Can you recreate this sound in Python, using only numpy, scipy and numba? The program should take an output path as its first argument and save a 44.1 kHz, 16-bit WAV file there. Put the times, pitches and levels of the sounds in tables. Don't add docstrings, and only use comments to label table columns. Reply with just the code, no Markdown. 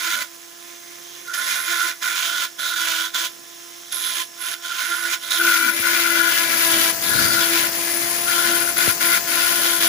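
import sys
import numpy as np
from scipy import signal
from scipy.fft import rfft, irfft
from scipy.io import wavfile
from scipy.ndimage import uniform_filter1d
from numba import njit

SR = 44100
rng = np.random.default_rng(int(sys.argv[2]) if len(sys.argv) > 2 else 0)


def rack_gain(trim_db):
    fader = np.asarray(trim_db, float)
    return 10 ** (fader / 20)


def pcm_store(signal):
    levels = np.round(np.clip(np.atleast_2d(signal), -1, 1) * 32767)
    wavfile.write(sys.argv[1], SR, levels.astype(np.int16).T)


N = 435708
OPEN_S, SETTLED_S = 5.385, 6.8

# (time [s], speed [Hz])
SHAFT_SPEED = [(0.0, 339.5), (0.2, 337.8), (0.6, 344.1), (1.28, 348.2), (1.73, 345.7), (1.94, 341.1),
               (2.64, 342.3), (3.41, 341.2), (3.92, 346.0), (4.23, 341.7), (4.67, 344.5), (5.14, 341.3),
               (5.94, 341.6), (6.87, 332.2), (7.1, 337.6), (7.64, 336.5), (8.2, 345.0), (9.88, 340.2)]
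# (middle [s], length [s], shaft hum [dB], speed sag [Hz])
DIGS = [(0.073, 0.082, -46, 0), (1.73, 0.079, -38, 0), (1.85, 0.035, -35, 0), (2.338, 0.037, -51, 0),
        (2.838, 0.16, -44, 5), (2.979, 0.18, -48, 10), (3.23, 0.097, -52, 5.5), (4.203, 0.049, -45, 0),
        (4.916, 0.045, -36, 0), (5.074, .14, -41, 0), (5.438, 0.12, -38.5, 0), (5.63, .22, -73, 7.5),
        (5.79, 0.075, -54, 1.5), (6.153, .2, -42, 2), (6.727, 0.31, -40.5, 0), (7.448, .25, -35.5, 0),
        (8.55, .14, -34.5, 2), (8.88, .1, -45, 3), (9.091, .13, -45, 2), (9.845, 0.042, -40, 1)]
# (bit down [s], bit lifts [s], bite [dB], board ring [dB], bearing hiss [dB])
STROKES = [(-.05, 0.224, -20, -26, -34), (1.284, 1.32, -36, -28.5, -45),
           (1.339, 1.697, -22, -26, -30), (1.695, 1.898, -19.5, -24, -28.5),
           (2.025, 2.45, -21, -25, -31.5), (2.593, 2.743, -21.5, -25.5, -32),
           (2.762, 3.059, -19, -24, -31), (3.147, 3.26, -17.5, -29, -31.5),
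           (3.924, 4.1, -23.5, -35, -25.5), (4.1, 4.222, -21.5, -46, -27.5),
           (4.419, 4.535, -25.5, -30, -26.5), (4.651, 4.773, -26, -28, -36.5),
           (4.784, 5.141, -22, -25.5, -30), (5.237, 5.31, -27.5, -30.5, -35),
           (5.308, 5.387, -19, -27.5, -27),
           (5.399, 5.701, -19, -18.5, -32), (5.719, 5.82, -22, -43, -32),
                (5.828, 6.329, -19.5, -20, -32.5), (6.295, 6.618, -20, -25.5, -31.5),
                (6.565, 6.901, -19, -30, -29), (7.026, 7.103, -21.5, -36, -29),
                (7.113, 7.473, -19.5, -19.5, -30.5), (7.461, 7.67, -19.5, -27.5, -30.5),
                (7.727, 8.258, -28, -60, -33.5), (8.275, 8.629, -21.5, -21, -29),
                (8.634, 8.7, -26, -24, -30.5), (8.769, 8.91, -19.5, -21, -26.5),
                (9.009, 9.174, -19.5, -20, -27), (9.277, 9.779, -21, -25.5, -29),
                (9.807, 9.95, -16.5, -24, -26)]
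# (frequency [Hz], level [dB])
ROOM_COLOUR = [(30, -24), (70, -9), (130, 1), (250, 3), (500, 4), (1000, -13)]
# (frequency [Hz], level [dB])
AIR_COLOUR = [(40, -15), (150, -9.5), (500, -3.5), (1500, 5.5), (2200, 2), (3500, 2.3), (4500, -0.5),
              (6500, 6), (8000, -3), (9300, -8.5), (13300, -4.5), (14700, 3.5), (15500, 7)]
WHINE_ORDERS = [2, 3, 4, 5, 10, 15, 42]
# (level [dB], wander [dB], rise after the port opens [dB])
WHINE_LEVELS = [(-51.5, 1.2, 9.5), (-52, 1.5, 7), (-59, 2.5, 7), (-58, 2.5, 8), (-61, 2.5, 3),
                (-57, 2.5, 0), (-59, 2.5, -9)]
# (time [s], 16th multiple [dB], 18th multiple [dB])
WHISTLES = [(0, -55, -62), (.65, -55, -58), (.75, -53, -49), (1.3, -48, -46), (2.5, -50, -58),
            (3.3, -51, -60), (3.8, -48, -49), (4.1, -48, -47), (4.4, -47, -55), (5.2, -44, -56),
            (6, -52, -58), (8, -45, -56), (9.88, -50, -56)]
# (frequency [Hz], level [dB])
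CUT_COLOUR = [(40, -66), (150, -34), (500, -15), (800, -15.5), (1020, -4.5), (1700, -2.5), (2350, -3.5),
              (2700, -7.5), (3500, 0.33), (4500, -8), (6500, -5), (8000, -15), (9300, -18.5),
              (13300, -17.5), (14700, -7.5), (15400, -4)]
# (frequency [Hz], share [dB])
REPEATING_SHARE = [(300, 2), (2500, -6.5), (3800, -5.5), (5500, -8.5), (9000, -8)]
# (frequency [Hz], width [Hz], level under the bite [dB])
LOW_MODES = [
    (75, 130, -43),
    (255, 46, -36),
    (584, 23, -32),
]
# (frequency [Hz], width [Hz], level [dB])
MAIN_MODES = [
    (1455, 45, 0.),
    (1405, 45, -3),
    (1495, 40, -8),
]
# (time [s], frequency [Hz])
HISS_CENTRE = [(0, 10600), (.3, 10900), (.7, 10100), (1.3, 10860), (3.3, 10940), (3.45, 10400),
               (3.9, 10780), (7.6, 10870), (7.9, 10370), (8.4, 10690), (9.88, 10760)]
# (frequency [Hz], left muffled [dB], left open [dB], right after the step [dB],
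# likeness of the channels before [0-1], likeness after [0-1])
PORTS = [(60, -10, 1, 2, 0.6, 0.2), (214, -18, 9.5, 8.5, 1, 0.8), (533, -21, 5.5, 8.5, 0.8, 0.01),
         (1250, -16.5, 0, -1, 0, 0), (1750, -2.5, 6, 0.5, 0.1, 0), (2170, -7.5, 6, -3, 0.46, 0.2),
         (2670, -7.5, 3, 0.5, 0.2, 0), (3590, -6.5, -1.6, -1.5, 0.57, 0), (4700, 0.5, 8.5, 5, 0.34, 0.04),
         (5770, -3.8, 3.5, -4, 0.59, 0), (8860, 2.5, 8.5, -8, 1, 0), (8300, 1.5, 14.5, 2, 0.7, 0.4),
         (13160, -11, 5, 7.5, 0.3, 0.6), (14900, -3.5, 8.5, -17, 0.3, 0.88)]
# (time [s], level over the bite [dB])
BUZZ_LEVEL = [
    (5.38, -8),
    (5.9, -3.5),
    (6.9, -4),
    (7.6, -8.5),
    (7.8, -23),
    (8.3, -2),
    (9.88, -20),
]
# (time [s], peak [dB], frequency [Hz], decay by 60 dB [s])
KNOCKS = [
    (5.795, -25, 90, .07),
    (7.152, -17, 100, .11),
    (7.39, -27, 120, .06),
    (8.04, -27, 95, .08),
    (8.8755, -11.5, 95, .075),
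    (9.51, -29, 125, .06),
]
# (time [s], level [dB])
RUMBLE_LEVEL = [
    (5.38, -73),
    (6.6, -47),
    (7.2, -36.5),
    (7.7, -45.5),
    (8.5, -43.5),
    (9.88, -45),
]


def unit(x):
    return x / np.sqrt(np.mean(x ** 2))


def curve(s, values):
    return np.interp(np.arange(N) / SR, s, values)


def response(hz, values):
    return np.interp(np.log(np.maximum(np.fft.rfftfreq(N, 1 / SR), 1)), np.log(hz), values)


def colour(x, table):
    hz, db = np.transpose(table)
    return irfft(rfft(x) * rack_gain(response(hz, db)), N)


@njit
def resonate(x, hz, width):
    y, band, low = np.empty(len(x)), 0., 0.
    for i in range(len(x)):
        g, k = np.tan(np.pi * hz[i] / SR), width / hz[i]
        v = (band + g * (x[i] - low)) / (1 + g * (g + k))
        band, low, y[i] = 2 * v - band, low + 2 * g * v, k * v
    return y


def resonate_twice(x, hz, width):
    return resonate(resonate(x, hz, width), hz, width)


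def walk(rate):
    k = int(SR / rate)
    held = np.repeat(rng.standard_normal(N // k + 1), k)
    return unit(uniform_filter1d(uniform_filter1d(held, k), k)[:N])


def gate(turns, depth, spread_db):
    strength = rack_gain(spread_db * rng.standard_normal(N // 100))[turns.astype(int)]
    return unit(strength * (1 - depth + depth * np.exp(-(turns % 1) / 0.51)))


def digs():
    t = np.arange(N) / SR
    swells = np.array([np.cos(np.pi * ((t - s) / (2 * length)).clip(-.5, .5)) ** 2 for s, length, *_ in DIGS])
    _, _, hum_db, sag_hz = np.transpose(DIGS)
    return swells.max(axis=0), rack_gain(hum_db) @ swells, sag_hz @ swells


def strokes():
    edge_db, drop_s, gentle_s, lift_s = -23, 0.014, 0.048, 0.048
    ease_db, ease_s = -4, 0.029
    recover_s = 0.23
    t = np.arange(N) / SR
    down, up, bite_db, ring_db, hiss_db = np.transpose(np.array(STROKES))[:, :, None]
    before, after = np.maximum(down - t, 0), np.maximum(t - up, 0)
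    fade_in_s = np.where(bite_db < -25, gentle_s, drop_s)
    contact = rack_gain(edge_db * (before / fade_in_s + after / lift_s))
    built = contact * rack_gain(ease_db * (down > OPEN_S) * np.exp(-np.maximum(t - down, 0) / ease_s))
    recent = ((t > down) * np.exp(-after / recover_s)).max(axis=0)

    def loudest(shape, db):
        return (shape * rack_gain(db)).max(axis=0)

    return (loudest(built, bite_db), loudest(contact, ring_db), loudest(built, hiss_db),
            built.max(axis=0), uniform_filter1d(recent, size=800))


def room():
    left_right_db = np.array([[-36], [0]])
    return unit(colour(rng.standard_normal(N), ROOM_COLOUR)) * rack_gain(-53 + left_right_db + 2.0 * walk(2.84))


def spin(turns, settled):
    def harmonic(k):
        return np.sin(2 * np.pi * k * turns)

    air = np.array([unit(colour(gate(turns, 1.0, 1.0) * rng.standard_normal(N), AIR_COLOUR)) for _ in range(2)])
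    whine = sum(rack_gain(db + wander * walk(3.5) + step * settled) * harmonic(k)
                for k, (db, wander, step) in zip(WHINE_ORDERS, WHINE_LEVELS))
    brush_lines = sum(rack_gain(-66 + 3 * walk(3)) * harmonic(k) for k in range(36, 42))
    s, low_db, high_db = np.transpose(WHISTLES)
    whistle = rack_gain(curve(s, low_db)) * harmonic(16) + rack_gain(curve(s, high_db)) * harmonic(18)
    return rack_gain(-37 + 12.5 * settled) * air + whine + whistle + brush_lines


def clatter(turns, memory, size=128):
    pattern = rng.standard_normal((int(turns[-1]) + 2, size))
    for _ in range(2):
        pattern = signal.lfilter([1], [1, -memory], pattern, axis=0)
    return unit(np.interp(turns * size, np.arange(pattern.size), pattern.ravel()))


def grip(rows):
    hz = 2600 * 2 ** (.3 * walk(5))
    return np.array([unit(row + .9 * resonate(row, hz, 600.)) for row in rows])


def bite(turns, touch):
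    hz, db = np.transpose(REPEATING_SHARE)
    share = rack_gain(response(hz, np.minimum(db, 0)))
    edge = gate(turns, 0.5, 0.061)
    loose = gate(turns, 0.63, 2.2)
    rows = []
    for _ in range(2):
        repeating = share * rfft(edge * clatter(turns, 0.66))
        grit = np.sqrt(1 - share ** 2) * rfft(loose * rng.standard_normal(N))
        rows.append(unit(colour(irfft(repeating + grit, N), CUT_COLOUR)))
    return touch * rack_gain(1.48 * walk(25)) * grip(rows)


def body(touch):
    snags = rack_gain(3.5 * walk(14)) * rng.standard_normal(N)
    return touch * sum(rack_gain(db) * unit(resonate(snags, np.full(N, 1. * f), 1. * w)) for f, w, db in LOW_MODES)


def strikes(turns, jitter, size):
    k = np.arange(1, int(turns[-1]))
    at = np.interp(k + jitter * rng.standard_normal(len(k)), turns, np.arange(N - 0.)).clip(0, N - 2)
    whole, part, size = at.astype(int), at % 1, size[k]
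    return np.bincount(whole, size * (1 - part), N) + np.bincount(whole + 1, size * part, N)


def board(turns):
    pushes = strikes(turns, 0.146, rng.standard_normal(N // 100) + .5) * rack_gain(2.0 * walk(40))
    return unit(sum(rack_gain(db) * resonate_twice(pushes, np.full(N, 1. * f), 1.2 * w) for f, w, db in MAIN_MODES))


def bearings(turns):
    hz = curve(*np.transpose(HISS_CENTRE))
    swell = gate(turns, 0.8, 2.26) * rack_gain(1.1 * walk(15))
    shared, own = (unit(resonate_twice(swell * rng.standard_normal(N), hz, 2100.0)) for _ in range(2))
    return np.array([-.55 * shared + 1.33 * own, shared])


def left_port(pair, column, like_column):
    table = np.transpose(PORTS)
    like = response(table[0], table[like_column]).clip(0, 1)
    mix = like * rfft(pair[0]) + np.sqrt(1 - like ** 2) * rfft(pair[1])
    return irfft(mix * rack_gain(response(table[0], table[column])), N)


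def buzz(turns, touch):
    centre = curve([OPEN_S + 0.17, SETTLED_S], [2100., 1620.])
    face = resonate_twice(clatter(turns, .72), centre, 900.)
    return touch * rack_gain(curve(*np.transpose(BUZZ_LEVEL))) * unit(face)


def knocks():
    out = np.zeros(N)
    t = np.arange(int(.2 * SR)) / SR
    attack = 1 - np.exp(-(t / 0.00028) ** 2)
    for s, db, hz, t60 in KNOCKS:
        cycles = hz * (t + 0.017 * (1 - np.exp(-t / 0.0025)))
        decay = np.exp(-np.log(1000) * t / t60)
        start = int(s * SR)
        out[start:start + len(t)] += rack_gain(db) * np.sin(2 * np.pi * cycles) * decay * attack
    rumble = unit(resonate_twice(rng.standard_normal(N), np.full(N, 150.), 190.0))
    return out + rack_gain(curve(*np.transpose(RUMBLE_LEVEL)) + 3.7 * walk(8)) * rumble


def scene():
    lean, thrum, sag_hz = digs()
    turns = np.cumsum(curve(*np.transpose(SHAFT_SPEED)) - sag_hz) / SR
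    cut, ring, hiss, contact, recent = strokes()
    opened = curve([OPEN_S - .012, OPEN_S + 0.0098], [0, 1])
    settled = curve([OPEN_S, SETTLED_S], [0, 1])

    touch = cut * rack_gain(-0.5 * lean) + (1 - opened) * rack_gain(-39 - 12.5 * recent)
    hiss = hiss + rack_gain(-45 - 2 * recent)
    load = thrum + rack_gain(-47 - 4 * recent + 3 * opened) + opened * contact * rack_gain(-40)

    tool = bite(turns, touch) + spin(turns, settled) + body(touch)
    creep = rack_gain(-3 * (1 - settled))
    muffled = left_port(tool, column=1, like_column=4)
    clear = creep * left_port(tool, column=2, like_column=5) + buzz(turns, touch) + knocks()
    left = (1 - opened) * muffled + opened * clear
    right = (1 - settled) * tool[0] + settled * colour(tool[0], np.array(PORTS)[:, [0, 3]])

    octave = thrum * rack_gain(-11) * np.sin(2 * 2 * np.pi * turns)
    hum = np.sqrt(2) * rack_gain(1.7 * walk(30)) * (load * np.sin(2 * np.pi * turns) + octave)
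    third = cut * rack_gain(-21 + 2.9 * walk(22)) * np.sin(3 * 2 * np.pi * turns)
    out = np.array([left, right]) + room()
    # sound, left muffled dB, left open dB, right late dB
    for sound, muffled_db, open_db, right_db in [(board(turns) * ring, -8.5, 2, -35), (bearings(turns) * hiss, -17, 6, 0),
                                                 (hum, -26, 0.5, 0), (third, -8.5, 2, -35)]:
        left_db = muffled_db + (open_db - muffled_db) * opened
        out = out + sound * rack_gain(np.array([left_db, right_db * settled]))
    return out


def band_limit(x):
    return signal.sosfilt(signal.butter(12, 16870, fs=SR, output="sos"), x)


def record(dry):
    rounded = np.tanh(1.15 * dry) / 1.15
    low_pass = signal.ellip(10, .2, 70, 15380, fs=SR, output="sos")
    return band_limit(signal.sosfilt(low_pass, rounded))


dry = scene()
out = record(dry)
pcm_store(out)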